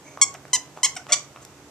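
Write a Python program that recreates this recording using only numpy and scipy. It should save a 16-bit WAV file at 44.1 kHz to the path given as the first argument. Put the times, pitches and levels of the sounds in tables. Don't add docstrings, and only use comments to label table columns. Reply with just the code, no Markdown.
import sys
import numpy as np
from scipy import signal
from scipy.fft import rfft, irfft
from scipy.io import wavfile
from scipy.ndimage import uniform_filter1d

SR = 44100
rng = np.random.default_rng(int(sys.argv[2]) if len(sys.argv) > 2 else 0)


def generate_wav(signal):
    frames = np.transpose(np.atleast_2d(signal))
    scaled = np.clip(frames, -1, 1) * 32767
    pcm = np.round(scaled).astype(np.int16)
    wavfile.write(sys.argv[1], SR, pcm)


N = 74970
HZ, TIME = np.fft.rfftfreq(N, 1 / SR), np.arange(N) / SR


def amp(db):
    return 10 ** (np.asarray(db) / 20)

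def unit(x):
    return x / np.sqrt(np.mean(x ** 2) + 1e-20)

def read(points, hz):
    f, value = np.transpose(points)
    return np.interp(np.log(hz + 1), np.log(f + 1), value)

def add(mix, start_s, sound):
    part = mix[max(round(start_s * SR), 0):][:len(sound)]
    part += sound[:len(part)]

def colour(x, gain_db):
    log_gain = np.log(amp(np.maximum(gain_db, -100)))
    mirrored = np.concatenate([log_gain, log_gain[-2:0:-1]])
    taps = np.fft.ifft(np.exp(np.conj(signal.hilbert(mirrored)))).real
    return signal.fftconvolve(x, taps[:2048])[:len(x)]

def noise(gain):
    return unit(irfft(rfft(rng.standard_normal(N)) * gain, N))

def resonances(modes):
    return sum(amp(db) * noise(1 / (1 + 2 * ((HZ - hz) / width) ** 2)) for hz, width, db in modes)

def pair(a, b, correlation):
    shared = np.clip(read(correlation, HZ), -1, 1)
    return np.array([rfft(a), shared * rfft(a) + np.sqrt(1 - shared ** 2) * rfft(b)])

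def wobble(length):
    return unit(uniform_filter1d(rng.standard_normal(length), 40))


# (frequency [Hz], relative density [dB])
AMBIENT = [(40, -32), (68, -2.5), (190, -5.5), (320, -1), (1030, -9), (2000, -13.5), (4400, -19),
           (6500, -15.5), (7700, -17), (9200, -25), (14000, -29)]
# (frequency [Hz], correlation [0-1])
AMBIENT_COHERENCE = [(290, 0.99), (640, 0.9), (1400, 0.63), (3000, .05)]
# (frequency [Hz], left minus right [dB])
AMBIENT_BALANCE = [(60, -6), (300, -1.5), (4400, -2.5), (6200, -6.5), (8000, 5.5), (14000, -3)]
# (frequency [Hz], width [Hz], level [dB])
HUM = [(141, 22.4, -57.5), (288.8, 9.2, -61.5)]
def background():
    gain = amp(read(AMBIENT, HZ))
    air = amp(-49.5) * pair(noise(gain), noise(gain), AMBIENT_COHERENCE) + rfft(resonances(HUM))
    return irfft(air * amp(read(AMBIENT_BALANCE, HZ) * np.array([[.5], [-.5]])), N)


# (frequency [Hz], time to fall 60 dB [s])
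ROOM_T60 = [(300, 0.27), (650, 0.37), (1200, 0.31), (7000, 0.23), (14000, 0.19)]
# (frequency [Hz], gain [dB])
ROOM_COLOUR = [(200, 0.5), (1100, 6), (3500, -0.5), (6500, 2), (9000, -1), (14000, 8.5)]
# (frequency [Hz], correlation [0-1])
ROOM_COHERENCE = [(700, .92), (1400, 0.75), (3000, 0.078)]
def room(x, reflections_per_s=5000, delay_s=.0047, balance_db=-1.5):
    taps = rng.standard_normal((2, N)) * (rng.random((2, N)) < reflections_per_s / SR)
    hz, t, bands = signal.stft(taps, SR, nperseg=256)
    decay = amp(-60 * t / read(ROOM_T60, hz)[:, None])
    tail = signal.istft(bands * decay, SR)[1][:, :N] * np.clip(TIME / delay_s - 1, 0, 1)
    spectra = pair(*tail / np.linalg.norm(tail[0]), ROOM_COHERENCE)
    tail = irfft(spectra * amp(read(ROOM_COLOUR, HZ)), N)
    return signal.fftconvolve(x[None], tail, axes=1)[:, :N] * amp(balance_db * np.array([[.5], [-.5]]))


# (time [s], level [dB])
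WHISTLE = [(.04, -58), (.085, -48), (.098, -61), (.115, -52), (.138, -54), (.165, -65)]
# (frequency [Hz], width [Hz], relative level [dB])
WHISTLE_MODES = [(596, 45, -1), (964, 70, -2.5), (2260, 290, -1.5), (6400, 540, -5.5)]
def whistle():
    level_db = np.interp(TIME, *np.transpose(WHISTLE), left=-120, right=-120)
    return unit(resonances(WHISTLE_MODES)) * amp(level_db)


# (time [s], duration [s], level [dB], tilt [dB/kHz])
RUBS = [(0.313, 0.063, -52, -1.5), (0.76, 0.032, -44.5, -0.5), (1.084, 0.045, -37.5, 0.5),
        (1.409, 0.036, -36, 1.5)]
# (frequency [Hz], gain [dB])
PLUSH = [(150, -45), (500, 8), (2500, -11), (6000, -14.5), (14000, -15.5)]
def rubs(grain_db=3):
    out = np.zeros(N)
    for start, duration, db, tilt_db in RUBS:
        cloth = noise(amp(read(PLUSH, HZ) + tilt_db * HZ / 1000))
        swell = np.sin(np.pi * np.clip((TIME - start) / duration, 0, 1))
        out += amp(db) * unit(cloth * amp(grain_db * wobble(N))) * swell
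    return out


# (time [s], level before filtering [dB])
TICKS = [(.3414, -21.5), (.481, -34), (.660, -37), (0.9547, -23.5), (1.4505, -19)]
# (frequency [Hz], gain [dB])
TICK_COLOUR = [(1500, -17), (4000, -7), (7000, -3.5), (14000, 8)]
def ticks(decay_s=.0013):
    out, t = np.zeros(N), np.arange(0, .01, 1 / SR)
    for start, db in TICKS:
        tail = .5 * rng.standard_normal(len(t)) * np.exp(-t / decay_s)
        add(out, start, amp(db) * (2 * (t == 0) + tail))
    return colour(out, read(TICK_COLOUR, HZ))


# (time [s], level before filtering [dB], frequency [Hz], decay time [s])
KNOCKS = [(.1742, -18.5, 1170, .0009), (.2130, -21.5, 750, .0013), (.4526, -27, 620, .0009),
          (.4531, -29, 1500, .0009), (.5308, -24, 700, .0012), (.7741, -22, 950, .0006),
          (.7878, -35, 800, .002), (1.0672, -22, 950, .0006), (1.0677, -25, 3300, .0004),
          (1.3608, -25.5, 1200, .0011), (1.3628, -27, 2750, .0006), (1.372, -33, 1250, .002)]
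# (frequency [Hz], gain [dB])
KNOCK_COLOUR = [(60, -23.5), (400, 0.5), (14000, -8.5)]
def knocks(rise_s=.00005):
    out, t = np.zeros(N), np.arange(0, .03, 1 / SR)
    for start, db, hz, decay_s in KNOCKS:
        snap = 2 * amp(-8.5) * uniform_filter1d(rng.standard_normal(len(t)), size=6)
        envelope = np.exp(-t / decay_s) * (1 - np.exp(-t / rise_s))
        add(out, start, amp(db) * (np.sin(2 * np.pi * hz * t) + snap) * envelope)
    return colour(out, read(KNOCK_COLOUR, HZ))


def scatter(x, level_db=-14, decay_s=.009):
    t = np.arange(0, .015, 1 / SR)
    taps = rng.standard_normal(len(t)) * np.exp(-t / decay_s)
    treble = signal.sosfilt(signal.butter(2, 3500, "high", fs=SR, output="sos"), x)
    return amp(level_db) * signal.fftconvolve(treble, taps / np.linalg.norm(taps))[:N]

def floor_bounce(x, reflection=.13, tilt_db_per_khz=-.31):
    return reflection * colour(x, tilt_db_per_khz * HZ / 1000)


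# (time [s], pitch [Hz], level [dB], roughness [0-1])
BITE_1 = [(.2148, 1075, -14, .06), (.217, 1086, -11, .06), (.2218, 1147, -12.5, .03),
          (.2285, 1075, -13.5, .03), (.234, 1102, -15.5, .05), (.239, 1130, -20, .08),
          (.245, 1115, -29, .15)]
BITE_2 = [(.5318, 965, -22, .15), (.5335, 1024, -14.5, .06), (.546, 1016, -17, .05), (.555, 1002, -18, .09),
          (.559, 972, -22, .16), (.564, 920, -25.5, .22), (.570, 870, -35, .25)]
BITE_3 = [(.8317, 997, -21, .06), (.8336, 1016, -15, .05), (.843, 1020, -18.5, .05), (.846, 1075, -14, .09),
          (.8495, 1110, -14.2, .1), (.856, 1029, -16.5, .13), (.862, 945, -23.5, .2), (.867, 880, -30, .25)]
BITE_4 = [(1.1215, 1070, -17.5, .05), (1.1235, 1092, -14, .06), (1.131, 1215, -12.5, .1),
          (1.135, 1070, -16, .3), (1.138, 985, -19.5, .45), (1.143, 930, -24.5, .55), (1.149, 880, -35, .6)]
# (time [s], pitch [Hz], level [dB], roughness [0-1])
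CROAK_1 = [(.346, 830, -42, .3), (.351, 680, -37, .3), (.359, 560, -46, .3)]
CROAK_2 = [(.9615, 784, -45.5, 0.11), (.967, 753, -27.5, 0.11), (.972, 710, -30, 0.13),
           (.976, 649, -36.5, 0.11), (.981, 612, -44, 0.21)]
CROAK_3 = [(1.087, 610, -45, .8), (1.096, 640, -36.5, .5), (1.104, 695, -36, .3), (1.119, 715, -35, .25),
           (1.145, 712, -41, .3)]
CROAK_4 = [(1.098, 565, -50, 0.33), (1.115, 600, -36, 0.32), (1.138, 593, -40, .25)]
# (frequency [Hz], gain [dB])
OPEN_REED = [(200, -22), (1100, -6), (2200, -2), (3300, -2.5), (4400, 1), (6500, 2), (9300, 3),
             (14000, -14)]
REED = [(150, -25), (450, -1), (700, 2.5), (1050, -6.5), (2100, -2.5), (3200, 0), (4400, 1.5), (6500, 1),
        (9000, -1), (11500, 0), (14000, -5.5)]
PINCHED_REED = [(300, -20), (1150, -12.5), (2200, -7), (3500, -1), (4700, 1.5), (6500, -2.5), (9000, -2),
                (14000, -15.5)]
SLACK_REED = [(150, -31.5), (600, 0), (2200, -2.5), (3700, -5.5), (4500, -11.5), (5500, 3), (6500, -15.5),
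              (8700, -0.5), (14000, -17)]
# (flow curve, reed spectrum, tilt [dB/kHz], bounce delay [s], room send [dB])
TOY_SOUNDS = [(BITE_1, OPEN_REED, 0, 0.00102, -15.5), (BITE_2, REED, 0, 0.001232, -15),
              (BITE_3, REED, -0.1, 0.00039, -13), (BITE_4, PINCHED_REED, 0, .00047, -12),
              (CROAK_1, SLACK_REED, -2.9, 0.0011, -15.5), (CROAK_2, SLACK_REED, 0, .00044, -12),
              (CROAK_3, SLACK_REED, -2.5, 0.0011, -13.5), (CROAK_4, SLACK_REED, -13.5, 0.00024, -8.5)]
def squeak(curve, reed, tilt_db, bounce_s, release_s=.0027, jitter=.18, shimmer=.35, hiss_db=-14):
    times, hz, db, rough = np.transpose(curve)
    t = np.arange(times[0] - .5 / hz[0], times[-1] + release_s, 1 / SR)
    hz, db, rough = (np.interp(t, times, v) for v in (hz, db, np.clip(rough, 0, 1)))
    cycles = np.cumsum(hz * (1 + jitter * rough * wobble(len(t)))) / SR - .5
    harmonic = np.arange(1, 25)[:, None]
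    dulling_db_per_khz = .017 * (db - db.max())
    weights = amp(dulling_db_per_khz * harmonic * hz / 1000) * (harmonic * hz < SR / 2)
    slaps = unit((np.cos(2 * np.pi * harmonic * cycles) * weights).sum(0))
    puffs = unit(np.exp(-2 * (cycles % 1)) * rng.standard_normal(len(t)))
    drive = slaps * (1 + shimmer * rough * wobble(len(t))) + amp(hiss_db) * np.sqrt(rough) * puffs
    voice = unit(colour(drive, read(reed, HZ) + tilt_db * HZ / 1000))
    voice *= amp(db) * np.clip((t[-1] - t) / release_s, 0, 1)
    out = np.zeros(N)
    add(out, t[0], voice)
    add(out, t[0] + bounce_s, floor_bounce(voice))
    return out + scatter(out)


# (frequency [Hz], gain [dB])
LEFT_PORT = [(1000, -0.5), (3000, 1), (4200, -4.5), (5200, -3), (6200, 2), (7300, 9), (8100, 6),
             (9100, -7.5), (10500, -11), (14000, -20)]
RIGHT_PORT = [(1000, 0.14), (3000, 1.5), (4200, -2.5), (5200, -0.5), (6200, 10.5), (7100, 4), (8100, -3.5),
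              (9100, -13.5), (10500, -21), (14000, -32.5)]
def scene(handling_send_db=-11, tick_send_db=-17):
    sources = [(squeak(*row), send_db) for *row, send_db in TOY_SOUNDS]
    sources += [(knocks() + rubs() + whistle(), handling_send_db), (ticks(), tick_send_db)]
    direct = sum(x for x, _ in sources)
    left, right = direct + room(sum(x * amp(send_db) for x, send_db in sources))
    ports = np.array([colour(left, read(LEFT_PORT, HZ)), colour(right, read(RIGHT_PORT, HZ))])
    return ports + background()

def record(dry, cutoff_hz=14450):
    lowpass = signal.firwin(255, cutoff_hz, window=("kaiser", 8), fs=SR)
    return signal.oaconvolve(dry, lowpass[None], "same")


dry = scene()
out = record(dry)
generate_wav(out)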